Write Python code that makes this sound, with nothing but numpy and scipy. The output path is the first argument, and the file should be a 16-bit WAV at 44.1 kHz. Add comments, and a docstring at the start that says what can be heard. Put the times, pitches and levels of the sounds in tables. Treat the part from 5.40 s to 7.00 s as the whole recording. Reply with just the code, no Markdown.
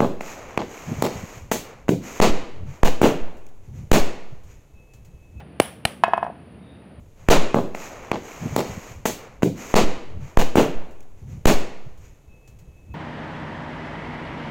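"""A bamboo spring strikes a cup

A sprung bamboo stick is tripped on a wooden board in a quiet room. The trigger lets go with a crack
and a thump; the stick clacks once in its swing, lands on a hand-held plastic cup and bounces to rest.
Each impact excites damped modes, the room reverberates, and the close microphone clips on the peaks."""
import sys
import numpy as np
from scipy import signal
from scipy.fft import rfft, irfft
from scipy.io import wavfile

SR = 44100
rng = np.random.default_rng(int(sys.argv[2]) if len(sys.argv) > 2 else 0)


def to_wav(s):
    """Save 16-bit WAV."""
    ch = np.atleast_2d(s).T  # columns
    pcm = np.round(np.clip(ch, -1, 1) * 32767)  # PCM
    wavfile.write(sys.argv[1], SR, pcm.astype(np.int16))


N = 70560
TIME = np.arange(N) / SR
BIN_HZ = np.arange(N // 2 + 1) * SR / N

# splintery cracks of the dry wood, at the release and at the clack: start_s, level_db, t60_s
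WOOD_CRACKS = [(0.1998, -3.5, 0.013), (0.4518, -11.5, 0.023)]


def from_db(db):
    """Amplitude grows tenfold for every 20 decibels."""
    return 10 ** (np.asarray(db) / 20)


def rms_one(x):
    """Normalisation to unit mean power."""
    return x / np.sqrt(np.mean(x ** 2) + 1e-20)


def at_hz(points, hz):
    """Interpolation of a table on a logarithmic frequency axis."""
    frequencies, values = np.transpose(points)
    return np.interp(np.log(hz + 1), np.log(frequencies), values)


def noise(colour):
    """Spectral shaping gives white noise a colour, at unit rms."""
    spectrum = rfft(rng.standard_normal(N)) * from_db(at_hz(colour, BIN_HZ))
    return rms_one(irfft(spectrum, N))


def narrow_noise(hz, width_hz):
    """Band-pass filtering confines noise around one pitch, at unit rms."""
    band = signal.butter(2, [hz - width_hz / 2, hz + width_hz / 2], "band", fs=SR, output="sos")
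    return rms_one(signal.sosfilt(band, rng.standard_normal(N)))


def decay(t60_s, start_s=0):
    """Exponential damping: a fall of 60 dB in each t60_s after the onset."""
    return (TIME >= start_s) * np.exp(-np.log(1000) * np.maximum(TIME - start_s, 0) / t60_s)


def bursts(onsets, colour, t60_s):
    """Dense, overlapping vibrations act as damped noise, one burst per (start_s, level_db)."""
    return sum(from_db(db) * decay(t60_s, s) for s, db in onsets) * noise(colour)


def convolve(x, response):
    """A linear system convolves its input with its impulse response."""
    return signal.fftconvolve(x, response)[:N]


def delayed(x, delay_s):
    """A pure delay shifts a sound in time and keeps its spectrum."""
    return np.pad(x, (int(delay_s * SR), 0))[:N]


def contacts(impacts):
    """Impact forces: a softer contact spreads its impulse over more time and carries less treble."""
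    force = np.zeros(N)
    for start_s, level_db, brightness_hz in impacts:
        age = np.maximum(TIME - start_s, 0) * 2 * np.pi * brightness_hz
        push = age * np.exp(-np.minimum(age, 60))
        force += from_db(level_db) * push / push.sum()
    return force


def modal_response(modes):
    """Modal superposition: a struck body rings as a sum of damped sines, here of alternating sign."""
    return sum((-1) ** (k + 1) * from_db(db) * decay(t60_s) * np.sin(2 * np.pi * hz * TIME)
               for k, (hz, db, t60_s) in enumerate(modes))


def noise_floor():
    """Stationary noise: low room rumble and a narrow band of microphone hiss."""
    # spectrum of the rumble and hiss: frequency_hz, density_db
    floor_colour = [(30, -37), (48, -27), (70, 2.5), (100, -5), (190, -1.5), (330, -10.5), (600, -15.5),
                    (1100, -25), (2800, -29.5), (4200, -41.5), (4650, -39.5), (5100, -50), (6200, -58),
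                    (14000, -57)]
    return from_db(-44) * noise(floor_colour) + from_db(-71.5) * narrow_noise(hz=9510, width_hz=700)


def rustle():
    """A faint rustle at the start dies away by exponential decay."""
    # spectrum of the rustle: frequency_hz, density_db
    rustle_colour = [(150, -7), (450, -9.5), (750, 9.5), (1100, -6.5), (1700, -7), (2700, -7.5),
                     (4500, -26), (12000, -47)]
    start_s, level_db = 0.0038, -41
    return bursts([(start_s, level_db)], rustle_colour, t60_s=0.13)


def bamboo_snap(impacts, crack):
    """Impulsive excitation: hard contacts ring the bamboo's modes, with a broadband crack."""
    # bamboo modes: pitch_hz, level_db, t60_s
    bamboo_modes = [(228, -19, 0.04), (665, -12.5, 0.027), (790, -7.5, 0.027), (1080, -24, 0.016),
                    (1470, -11, 0.0075), (1893, -15.5, 0.012), (2146, -11.5, 0.01), (2915, -4, 0.0073),
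                    (3630, -26.5, 0.016), (4020, -18, 0.018), (4630, -16, 0.0095), (5300, -18.5, 0.0073),
                    (7900, -16.5, 0.0081), (9200, -10, 0.03), (10540, -16, 0.014)]
    # spectrum of the cracking wood: frequency_hz, density_db
    crack_colour = [(500, 9.5), (1500, 5), (3000, 0), (6500, -14.5), (9500, -5.5), (12500, -13.5),
                    (15500, -19.5)]
    start_s, level_db, t60_s = crack
    ring = convolve(contacts(impacts), modal_response(bamboo_modes))
    return ring + bursts([(start_s, level_db)], crack_colour, t60_s)


def trigger_release():
    """Stored elastic energy is freed in a tight cluster of impacts on the bamboo."""
    # contacts as the trigger lets go: start_s, level_db, brightness_hz
    release_impacts = [(.1999, -1, 4240), (.2003, -3.5, 13000), (.2008, -13.5, 13900), (.2029, -8, 7000)]
    return bamboo_snap(release_impacts, WOOD_CRACKS[0])


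def board_thump():
    """The release's reaction force drives the board's low, heavily damped modes."""
    # board modes: pitch_hz, level_db, t60_s
    board_modes = [(112, -11, 0.025), (290, -1, 0.011), (697, -1, 0.013)]
    start_s, level_db, brightness_hz = .2004, 5, 3000
    return convolve(contacts([(start_s, level_db, brightness_hz)]), modal_response(board_modes))


def peg_ticks():
    """The freed trigger peg flies off with transients so quickly damped that they sound as ticks."""
    # ticks of the peg: start_s, level_db
    ticks = [(.2163, -36), (.2188, -43), (.2318, -25.5), (.257, -30.5)]
    # spectrum of a tick: frequency_hz, density_db
    peg_colour = [(1000, -6), (3200, -22), (6500, -34.5), (8500, -18.5), (9600, 6), (10500, 9.5),
                  (11800, -17), (15000, -11)]
    return bursts(ticks, peg_colour, t60_s=0.0086)


def stick_clack():
    """Temporal fusion: contacts within a few milliseconds are heard as a single clack."""
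    # contacts of the swinging stick: start_s, level_db, brightness_hz
    clack_impacts = [(.4521, -1, 7000), (.4538, -4, 10800), (.4543, -5.5, 9000), (.4560, -46, 6700)]
    return bamboo_snap(clack_impacts, WOOD_CRACKS[1])


def cup_knocks():
    """Resonance: hard bounces ring and buzz the cup's thin wall, soft ones mostly sound its hollow."""
    # bounces of the stick on the cup: start_s, level_db, brightness_hz, wall_share_db
    knocks = [(.6366, 1.5, 3800, 1.5), (.6808, -6.5, 1300, -13), (.7344, 0, 1920, 0.5),
              (.7779, -5, 1650, -1.5), (.8284, -3, 1240, -1), (.8484, -10.5, 1010, -4.5),
              (.8654, -10.5, 1010, -1), (.8795, -17.5, 700, -17), (.9000, -12, 600, -17)]
    # resonance of the cup's hollow: pitch_hz, level_db, t60_s
    hollow_modes = [(683.5, -4.5, 0.032)]
    # modes of the plastic wall: pitch_hz, level_db, t60_s
    wall_modes = [(212, -36.5, 0.16), (1019, 1, 0.012), (1428, -29.5, .04), (1662, -15, 0.029),
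                  (1810, -18.5, 0.008), (2552, -23, 0.13), (2670, -27.5, 0.083), (2993, -20, .025),
                  (3800, -33.5, .03), (4740, -44, 0.028), (5450, -32.5, 0.02), (6800, -31, .025),
                  (366.4, -21, 0.021)]
    # spectrum of the wall's buzz: frequency_hz, density_db
    buzz_colour = [(80, -45), (200, -10), (500, -2.5), (1300, 6.5), (2300, 1), (3400, -8), (4500, -11.5),
                   (6500, -27.5), (9700, -7.5), (12000, -19.5), (15000, -35)]
    buzz_delay_s, buzz_db = 0.0019, -16
    buzz = bursts([(buzz_delay_s, buzz_db)], buzz_colour, t60_s=0.039)
    hollow_force = contacts([(s, db, hz) for s, db, hz, _ in knocks])
    wall_force = contacts([(s, db + share_db, hz) for s, db, hz, share_db in knocks])
    hollow = convolve(hollow_force, modal_response(hollow_modes))
    wall = convolve(wall_force, modal_response(wall_modes) + buzz)
    return hollow + wall


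def cup_rattles():
    """Damped vibration: faint, noisy rattles of the cup, on or just before some bounces."""
    # rattles of the cup: start_s, level_db
    rattles = [(.681, -40), (.7735, -38.5), (.779, -50), (.829, -51), (.842, -43), (.850, -63), (.867, -59)]
    # spectrum of a rattle: frequency_hz, density_db
    rattle_colour = [(300, -10), (900, 11), (2700, 4), (4200, -8), (5500, -13), (7500, -24), (9500, -5),
                     (11500, -23), (15500, -39)]
    return bursts(rattles, rattle_colour, t60_s=0.039)


def wall_echoes(direct):
    """Early reflections: near walls return weak, delayed copies of the direct sound."""
    # reflections from the walls: delay_s, level_db
    echoes = [(.0165, -31.5), (.0205, -30.5)]
    return sum(from_db(db) * delayed(direct, delay_s) for delay_s, db in echoes)


def room_tail(colour):
    """A diffuse field of unit energy builds up, then decays band by band, slowest in the bass."""
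    # reverberation time of the room: frequency_hz, t60_s
    room_t60 = [(150, 0.54), (700, 0.37), (3000, 0.38), (7000, .38), (14000, 0.35)]
    onset_s, build_s = .006, 0.013
    spectrum = rfft(noise(colour))
    edges_hz = np.geomspace(40, 20000, 15)
    tail = np.zeros(N)
    for low, high in zip(edges_hz, edges_hz[1:]):
        band = irfft(spectrum * (BIN_HZ >= low) * (BIN_HZ < high), N)
        tail += band * decay(at_hz(room_t60, np.sqrt(low * high)))
    build_up = np.clip((TIME - onset_s) / build_s, 0, 1)
    return rms_one(tail * build_up) / np.sqrt(N)


def snap_reverberation():
    """Diffusion spreads the release and the clack into smooth, bright washes of sound."""
    # wash of each snap in the room: start_s, level_db, treble_db
    washes = [(0.201, 0.5, 2), (0.4534, -4, -2)]
    # spectrum of a wash: frequency_hz, density_db
    wash_colour = [(120, -6), (250, -1), (420, -1), (650, 5), (1100, -3), (2000, -4), (3100, -3.5),
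                   (4200, -14), (5500, -15.5), (7000, -23), (8500, -12.5), (9900, -5.5), (12000, -21.5),
                   (15000, -18.5)]
    treble_hz = 9000
    reverberation = np.zeros(N)
    for start_s, level_db, treble_db in washes:
        colour = [(hz, db + treble_db * (hz > treble_hz)) for hz, db in wash_colour]
        reverberation += from_db(level_db) * delayed(room_tail(colour), start_s)
    return reverberation


def cup_reverberation(cup):
    """Convolution with the room's diffuse response prolongs the sound of the cup."""
    # spectrum of the room's response: frequency_hz, density_db
    room_colour = [(100, 4), (250, 7.5), (600, 0.5), (1000, -2.5), (1400, 3), (2500, 3.5), (5000, 0),
                   (10000, -15), (15000, -1.5)]
    return from_db(-15.5) * convolve(cup, room_tail(room_colour))


def far_whistle():
    """Narrow-band noise is heard as a pitch: a faint, far whistle that swells and fades."""
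    peak_s, half_length_s = 1.315, 0.1
    swell = np.exp(-np.square((TIME - peak_s) / half_length_s))
    return from_db(-65) * swell * narrow_noise(hz=3680, width_hz=210)


def scene():
    """Superposition of the direct sound, the room's response and the quiet background, in mono."""
    release = trigger_release() + board_thump() + peg_ticks()
    cup = cup_knocks() + cup_rattles()
    direct = release + stick_clack() + cup
    room = wall_echoes(direct) + snap_reverberation() + cup_reverberation(cup)
    return (direct + room + rustle() + noise_floor() + far_whistle())[None]


def record(dry):
    """Band limiting and overload: the microphone sheds deep bass, clips peaks and cuts the top."""
    low_hz, high_hz = 59.4, 15500
    bass_cut = signal.butter(2, low_hz, "high", fs=SR, output="sos")
    treble_cut = signal.ellip(10, .1, 70, high_hz, fs=SR, output="sos")
    clipped = np.clip(signal.sosfilt(bass_cut, dry), -1, 1)
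    return signal.sosfilt(treble_cut, clipped)


dry = scene()
out = record(dry)
to_wav(out)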